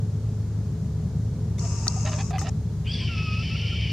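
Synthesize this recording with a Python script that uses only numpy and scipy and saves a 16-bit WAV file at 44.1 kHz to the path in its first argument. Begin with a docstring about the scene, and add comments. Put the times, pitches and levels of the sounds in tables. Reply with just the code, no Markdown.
"""A hawk on a roof screams once, hoarsely: throat-filtered rasp pulses under a lower voice, whistles and yelps.
Before it the camera's lens motor whirs for a second: shaped hiss, gear ticks and whines tied to the gear speed.
Meanwhile fingers creak and click on the plastic body: slip pulses through resonances, and decaying modes.
Behind lies a drone of machinery and far traffic: wavering tones over shaped noise.
"""
import sys
import numpy as np
from scipy import signal
from scipy.fft import rfft, irfft, next_fast_len
from scipy.io import wavfile
from scipy.ndimage import uniform_filter1d, map_coordinates

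SR = 44100
rng = np.random.default_rng(int(sys.argv[2]) if len(sys.argv) > 2 else 0)


def transcribe(u):
    """Save the signal u as a 16-bit wav file named by the first command-line argument.

    u: samples, shape (n,) or (channels, n), limited to [-1, 1]; the rate is SR.
    q: integer samples, one column per channel.
    """
    v = np.clip(np.atleast_2d(u).T, -1, 1)
    q = np.round(v * 32767).astype(np.int16)
    wavfile.write(sys.argv[1], SR, q)


N = 172872


def amp(db):
    """Decibels to a linear gain."""
    return 10 ** (np.asarray(db) / 20)


def unit(x):
    """x scaled to rms 1."""
    return x / np.sqrt(np.mean(x ** 2) + 1e-20)


def along(points, hz):
    """Interpolate (f, value) points on a log frequency axis."""
    f, v = np.transpose(points)
    return np.interp(np.log(hz + 1), np.log(f + 1), v)


def curves(rows):
    """One value per sample for each column, and a gate that is open while the table lasts."""
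    s, *cols = np.transpose(rows)
    t = np.arange(N) / SR
    is_open = 1. * (t > s[0]) * (t < s[-1])
    gate = uniform_filter1d(is_open, size=400, mode="nearest")
    return [np.interp(t, s, c) for c in cols] + [gate]


def wobble(rate):
    """A smooth random curve, rate knots a second."""
    knots = rng.standard_normal(int(N * rate / SR) + 4)
    return map_coordinates(knots, [np.arange(N) * rate / SR])


def tone_phase(hz):
    """Running phase in radians of a tone whose pitch follows the curve hz."""
    return np.cumsum(2 * np.pi * hz) / SR


def filtered(x, response):
    """x times a complex response of frequency."""
    m = next_fast_len(N + SR // 2)
    return irfft(rfft(x, m) * response(np.fft.rfftfreq(m, 1 / SR)), m)[..., :N]


def resonant(x, peaks):
    """x through parallel (f, width, level) resonances of alternating sign."""
    def response(f):
        return sum((-1) ** k * amp(db) * 1j * f * w / (c * c - f * f + 1j * f * w)
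                   for k, (c, w, db) in enumerate(peaks))
    return filtered(x, response)


def soft(x, hz):
    """A steep roll-off above hz."""
    return filtered(x, lambda f: 1 / (1 + 1j * f / hz) ** 4)


def stroke(s, length, shape):
    """A hump from s lasting length seconds; small shape = flat top."""
    progress = np.clip((np.arange(N) / SR - s) / length, 0, 1)
    return np.abs(np.sin(np.pi * progress)) ** shape * (np.arange(N) < (s + length) * SR)


def pulses(rate, jitter, scatter_db):
    """Clicks at about rate a second, uneven in time and size."""
    turns = np.cumsum(rate * np.exp(jitter * wobble(np.mean(rate) / 2))) / SR
    return np.diff(np.floor(turns), prepend=0) * amp(scatter_db * rng.standard_normal(N))


def rush(spectrum, alike, patchy_db):
    """Stereo noise of rms 1 with patches of random gain."""
    z = signal.stft(rng.standard_normal((2, N)), nperseg=512)[2]
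    field = uniform_filter1d(rng.standard_normal(z.shape[1:]), size=6, axis=0)
    field = uniform_filter1d(field, size=14, axis=1)
    pair = signal.istft(z * amp(patchy_db * unit(field)), nperseg=512)[1][:, :N]

    def mid_side(hz):
        turn = np.arccos(np.clip(along(alike, hz), -1, 1)) / 2
        return amp(along(spectrum, hz)) * [np.cos(turn), np.sin(turn)]
    mid, side = filtered(pair, mid_side)
    return unit(np.array([mid + side, mid - side]))


def pan(db):
    """Left and right gains; positive db favours the left."""
    return amp([[db / 2], [-db / 2]])


# Breathy scream before its level trim: t/s, level/dB, upper throat band relative level/dB
RASP = [(2.845, -54, -21), (2.866, -41.5, -19), (2.9, -43.5, -9), (2.94, -41, -1), (3.0, -39.5, -4.5),
        (3.08, -38.5, -8.5), (3.2, -40, -8), (3.55, -39.5, -6), (3.7, -38.5, -9), (3.93, -39.5, -7.5)]
# Throat resonances, each passed twice: f/Hz, width/Hz, level/dB
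THROAT = [(1780, 460, -4), (2293, 330, 3.5), (2876, 640, 3), (3730, 570, -4.5)]
# Upper throat resonances, each passed twice: f/Hz, width/Hz, level/dB
UPPER_THROAT = [(4440, 960, 0.44), (5330, 690, 2.6), (5844, 450, -0.41)]


def rasp():
    """Uneven membrane pulses and breath noise excite two bands of throat resonance."""
    db, upper_db, gate = curves(RASP)
    source = pulses(np.full(N, 1323), jitter=.5, scatter_db=-4.5)
    source = unit(source - source.mean()) + 2.0 * rng.standard_normal(N)  # pulses plus breath
    low, high = (unit(resonant(resonant(source, p), p)) for p in (THROAT, UPPER_THROAT))
    low_gain = amp(-3 + 1.7 * wobble(60))
    high_gain = amp(upper_db + 1.5 * wobble(60))
    return gate * amp(db) * (low_gain * low + high_gain * high)


# Glide of the lower voice: t/s, f/Hz
VOICE = [(3.09, 1390), (3.13, 1347), (3.17, 1298), (3.25, 1288), (3.31, 1259), (3.37, 1284), (3.425, 1320),
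         (3.51, 1303), (3.56, 1358), (3.7, 1375), (3.76, 1383)]
# Spells in which it locks in: start t/s, end t/s, fundamental level/dB, even overtones level/dB before trim
SPELLS = [(3.09, 3.162, -46, -45.5), (3.166, 3.228, -45, -41.5), (3.226, 3.428, -44.5, -41.5),
          (3.501, 3.562, -49.5, -43), (3.586, 3.676, -56, -49), (3.686, 3.755, -54.5, -50)]
RAGGED_FROM_S, RAGGED = 3.53, 3  # late on, pitch and fundamental shake this many times more


def lower_voice():
    """A shaky periodic voice of fundamental, second and fourth harmonics locks in by spells."""
    hz, _ = curves(VOICE)
    ragged = np.where(np.arange(N) > RAGGED_FROM_S * SR, RAGGED, 1)
    phase = tone_phase(hz + 15 * ragged * wobble(400))
    first = amp(1.8 * ragged * wobble(60)) * np.sin(phase)
    even = amp(2.2 * wobble(150)) * (np.sin(2 * phase) + amp(-14) * np.sin(4 * phase))
    return sum(stroke(start, end - start, 0.18) * (amp(first_db + 3) * first + amp(even_db + 6.0) * even)
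               for start, end, first_db, even_db in SPELLS)


def whistle(rows, rough, multiple=1):
    """A sine whose pitch and size shake more the rougher it is."""
    hz, db, gate = curves(rows)
    phase = tone_phase(hz + 300 * rough * wobble(500))
    return gate * amp(db + 3 + 9 * rough * wobble(400)) * np.sin(multiple * phase)


# Opening arch of the thin upper whistle: t/s, f/Hz, level/dB
WHISTLE = [(2.86, 2680, -54), (2.876, 3050, -37), (2.915, 3310, -36.5), (2.93, 3560, -44.5),
           (2.945, 3400, -35.5), (2.99, 3360, -45), (3.03, 3094, -42), (3.09, 3040, -41.5),
           (3.12, 2745, -67)]
# Partials while the whistle doubles its period: multiple of its pitch, level/dB
HALVES = [(.5, -19), (1.5, -8), (2.5, -25)]
# Strength of the period doubling: t/s, level/dB
DOUBLING = [(2.87, -3), (2.93, -4), (3.05, 1)]


def opening_whistle():
    """A rough sine, with partials at half-multiples while its period doubles."""
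    db, gate = curves(DOUBLING)
    partials = sum(amp(h_db) * whistle(WHISTLE, rough=.33, multiple=k) for k, h_db in HALVES)
    return whistle(WHISTLE, rough=0.27) + gate * amp(db) * partials


# Late return of the whistle: t/s, f/Hz, level/dB
WHISTLE_LATE = [(3.42, 3020, -48), (3.45, 3070, -41.5), (3.505, 3045, -41), (3.53, 2833, -56.5),
                (3.565, 2918, -39.5), (3.6, 3060, -41.5), (3.635, 3000, -38.5), (3.76, 3108, -37.5),
                (3.86, 3010, -37.5), (3.885, 2980, -40), (3.93, 3090, -38)]
# Rougher strands under it: offset f/Hz, relative level/dB
STRANDS = [(-320, -13), (-700, -7.5)]


def late_whistle():
    """A rough sine and two lower strands, held in a steep band from 2100 to 3300 Hz."""
    late = whistle(WHISTLE_LATE, rough=.3)
    late = late + sum(whistle(np.add(WHISTLE_LATE, [0, *strand]), rough=0.442) for strand in STRANDS)
    return filtered(late, lambda f: 1 / (1 + (f / 3300) ** 24) / (1 + (2100 / (f + 1)) ** 24))


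# Cracks as the voice sets in: t/s, length/s, f/Hz, level/dB before trim
YELPS = [(2.862, 0.016, 2550, -43), (2.914, 0.011, 4910, -38.5), (2.932, 0.015, 4700, -36.5),
         (3.001, 0.063, 1034, -56.5)]


def yelps():
    """Brief sine bursts share one pitch shake, scaled to each pitch."""
    shake = 120 * wobble(300)
    return sum(amp(db + 6.5) * stroke(s, length, 0.68) * np.sin(tone_phase(hz + shake * hz / 5000))
               for s, length, hz, db in YELPS)


def hawk():
    """Rasping membrane pulses in the throat, with pitched voices and cracks on top."""
    return rasp() + lower_voice() + yelps() + opening_whistle() + late_whistle()


# Decay of the echo off nearby walls: f/Hz, t60/s
AIR = [(1000, 0.038), (9000, 0.69)]


def walls(x):
    """Each frequency of the echo dies at its own speed, after a gap of 500 samples."""
    hz, t, z = signal.stft(rng.standard_normal((2, SR // 2)), SR, nperseg=256)
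    tail = signal.istft(z * amp(-60 * t / along(AIR, hz)[:, None]), SR, nperseg=256)[1]
    tail = tail / np.linalg.norm(tail[0])
    return signal.fftconvolve(np.pad(x, (500, 0))[None], tail, axes=1)[:, :N]


# Motor swell before panning: t/s, level/dB
MOTOR = [(1.578, -56), (1.59, -45), (1.62, -40.5), (2.2, -41.5), (2.31, -47.5), (2.325, -65), (2.385, -57),
         (2.392, -36.5), (2.43, -41.5), (2.448, -52), (2.48, -52.5), (2.494, -37.5), (2.505, -75)]
# Gear: t/s, turns a second, tick level/dB relative to the hiss
GEAR = [(1.68, 45.3, -22), (1.83, 43.5, -11), (1.93, 46, -6), (2.05, 45.8, -4), (2.21, 44.3, -6),
        (2.26, 42, -20)]
# Colour of the gear hiss: f/Hz, relative level/dB
WHIR = [(500, -6.5), (860, -4), (1250, -3.5), (1500, -13.5), (2300, -13.5), (2650, -8), (3400, -25),
        (4100, -16.5), (4800, -6), (5400, 3), (5800, -2.5), (6450, 4), (7800, -5), (8300, -12.5),
        (10500, -26), (11200, -42)]
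# Gear tick resonance, passed twice: f/Hz, width/Hz, level/dB
TICK = [(6396, 220, 0)]
# Motor whine: multiple of the gear speed, peak level/dB relative to the hiss rms
WHINE = [(21, -13), (26.5, -15.5), (59, -19.5)]
# Stereo likeness of the hiss: f/Hz, left-right likeness
MOTOR_ALIKE = [(500, 0.53), (3000, 0.94), (5000, 0.11)]
HALF_TURN_DB, TICK_AT_S = -12, 2.008  # weaker second tick; time that anchors the tick count


def lens_motor():
    """Even gear hiss, and two ticks a turn, one much weaker; whines follow the gear speed."""
    db, gate = curves(MOTOR)
    speed, tick_db, _ = curves(GEAR)
    turns = np.cumsum(speed) / SR
    count = np.floor(2 * (turns - turns[round(TICK_AT_S * SR)]))
    tick_gain = amp(HALF_TURN_DB * (count % 2) + 1.5 * rng.standard_normal(N))
    ticks = np.diff(count, prepend=count[0]) * tick_gain
    puffs = signal.fftconvolve(ticks, np.exp(-np.arange(400) / (.0018 * SR)))[:N]
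    ticks = unit(ticks) + .5 * unit(puffs * rng.standard_normal((2, N)))
    ticks = unit(resonant(resonant(ticks, TICK), TICK))
    hiss = rush(WHIR, MOTOR_ALIKE, patchy_db=.5) * (1 + .08 * unit(puffs))  # swells slightly with ticks
    whine = 0
    for multiple, whine_db in WHINE:
        uneven_speed = speed + 0.7 * wobble(150) + 0.5 * wobble(12)
        whine = whine + amp(whine_db + 5 * wobble(25)) * np.sin(tone_phase(multiple * uneven_speed))
    return gate * amp(db) * pan(4.5) * (hiss + amp(tick_db) * ticks + whine)


# Creaks of the grip: t/s, length/s, low ring level/dB, bright scrape level/dB (before trim and pan), ring f/Hz
CREAKS = [(1.634, .03, -45.5, -52, 680), (1.961, 0.031, -44, -84, 773), (2.046, 0.061, -43.5, -39.5, 630),
          (2.064, 0.037, -40.5, -55, 790), (2.115, 0.038, -47, -41, 1009), (2.107, 0.094, -44, -50, 619),
          (2.182, 0.045, -40.5, -40, 775), (2.306, 0.022, -39, -47, 715), (2.327, 0.051, -34.5, -41.5, 745),
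          (2.413, 0.03, -38.5, -53, 790), (2.437, 0.045, -43.5, -42, 665), (2.468, 0.031, -41, -42, 773)]
# Resonances of the plastic body at rest: f/Hz, width/Hz, level/dB
SHELL = [(623, 33, 1.5), (986, 60, 0.5), (1237, 50, 0), (1740, 76, 0), (2160, 83, -4), (2510, 154, -2),
         (2740, 120, 0.5), (3600, 260, -5.5), (4920, 290, -4.5)]
SHELL_BEND = 0.06  # the squeezed shell's resonances drift by up to this share
SLIPS_PER_S, RING_RISE_HZ_PER_S, RING_SHAKE_HZ = 500, 500, 18


def grip():
    """Skin slips in quick jerks over the shell; each creak adds a squeak on a rising note."""
    out, t = np.zeros((2, N)), np.arange(N) / SR
    slips = pulses(np.full(N, SLIPS_PER_S), jitter=.6, scatter_db=2.6)
    bend = np.clip(wobble(14), -1, 1)
    scrape = 0
    for k in (-1, 0, 1):  # crossfade between lowered, resting and raised resonances
        share = np.clip(1 - np.abs(bend - k), 0, 1) ** .5
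        scrape = scrape + share * resonant(slips, np.multiply(SHELL, [1 + k * SHELL_BEND, 1, 1]))
    scrape = unit(soft(scrape, hz=7760))
    shake, size = RING_SHAKE_HZ * wobble(150), amp(2.2 * wobble(120))
    for s, length, ring_db, scrape_db, hz in CREAKS:
        rise = RING_RISE_HZ_PER_S * (t - s - length / 2)
        ring = size * np.sin(tone_phase(hz + shake + rise))
        creak = amp(ring_db + 5.5) * ring + amp(scrape_db) * scrape
        out += pan(-3.5) * stroke(s, length, 0.47) * creak
    return out


# Dull knocks on the shell: t/s, level/dB before trim and pan, f/Hz
KNOCKS = [(1.5836, -27, 3600), (1.8681, -14, 1256), (2.3064, -22, 1264), (2.382, -15, 2005),
          (2.4148, -18, 1224)]
# Sharp latch snaps: t/s, level/dB before trim and pan
SNAPS = [(1.5938, -28.5), (1.8799, -7.5), (2.392, -26)]
# Latch modes: f/Hz, level/dB, t60/s
LATCH = [(4360, 3.5, 0.01), (5830, 7, 0.012), (6600, 6, 0.0049), (8940, 1, 0.0036), (12300, -18, .003)]
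KNOCK_T60_S, RIGHT_LAG_RAD = 0.033, 1.7
REBOUND_S, REBOUND_DB = .002, -5


def buttons():
    """Dull knocks on the shell and sharp, rebounding snaps of a latch, all as decaying modes."""
    out, t = np.zeros((2, N + SR)), np.arange(1500) / SR
    for s, db, hz in KNOCKS:
        modes = [(hz, 0), (hz * 1.51, -5), (hz * 0.605, -1), (hz * 2.99, -8)]
        ring = sum(amp(level - 60 * t / KNOCK_T60_S) * np.sin(2 * np.pi * f * t) for f, level in modes)
        thud = uniform_filter1d(rng.standard_normal(len(t)), size=11)
        ring += 2.5 * amp(-60 * t / KNOCK_T60_S) * thud
        attack = (1 - np.exp(-t / 0.00027)) ** 2
        out[:, round(s * SR):][:, :len(t)] += amp(db - 14.5) * ring * pan(3.3) * attack
    lag = np.array([[0], [RIGHT_LAG_RAD]])
    rebounds = [(s + REBOUND_S, db + REBOUND_DB) for s, db in SNAPS]
    attack = (1 - np.exp(-t / 0.00031)) ** 2
    for s, db in [*SNAPS, *rebounds]:
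        ring = sum(amp(level + rng.normal(0, 1) - 60 * t / t60) * np.sin(2 * np.pi * hz * t - lag)
                   for hz, level, t60 in LATCH)
        out[:, round(s * SR):][:, :len(t)] += amp(db - 5) * pan(3) * ring * attack
    return out[:, :N]


# Machine tones: f/Hz, starting level/dB before trim, waver/Hz, drift/dB a second
HUM = [(54.3, -47, 2, 1.5), (77.65, -36.5, 2.874, 1), (105.75, -28.5, 1.19, -0.5),
       (157.96, -36.5, 1.99, -0.5), (425, -49.5, 0.98, -2)]
# Colour of the broad rumble before its low cut: f/Hz, relative level/dB
RUMBLE = [(20, -28), (84, -6), (109, -0.5), (176, -5), (215, -11), (300, -23.5), (426, -24), (600, -34.5),
          (780, -81)]
# Colour of the thin hiss: f/Hz, relative level/dB
HISS = [(350, -23), (600, -2.5), (1180, -11.5), (1700, -15.5), (2800, -21), (3500, -18), (6850, -16),
        (7700, -22), (11000, -28), (15600, -35)]
# Stereo likeness of rumble and hiss: f/Hz, left-right likeness
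ALIKE = [(400, 0.99), (1400, 0.87), (3100, 0.35), (7000, 0.079)]


def drone():
    """Wavering machine tones over a broad rumble and a thin hiss."""
    t = np.arange(N) / SR
    hum = 0
    for hz, db, waver, drift in HUM:
        level = amp(db + 2.5 + drift * t + 1.09 * wobble(4.764))
        hum = hum + level * np.sin(tone_phase(hz + waver * wobble(12)))
    edges = uniform_filter1d(np.ones(N), size=800, mode="constant")  # eases the tones at both ends
    rumble = filtered(rush(RUMBLE, ALIKE, patchy_db=0.85), lambda f: 1 / (1 + (32 / (f + 1)) ** 6))
    hiss = rush(HISS, ALIKE, patchy_db=.5)
    return edges * hum + amp(-30.5) * rumble + amp(-53) * hiss


def scene():
    """Hawk, its echo and the drone lean slightly left; the handling sounds have their own places."""
    bird = hawk()
    far = bird + amp(-10.5) * walls(bird) + drone()
    return pan(0.82) * far + lens_motor() + grip() + buttons()


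def record(dry):
    """A sharp band limit: nothing passes from 15700 Hz up."""
    return filtered(dry, lambda hz: hz < 15700)


dry = scene()
out = record(dry)
transcribe(out)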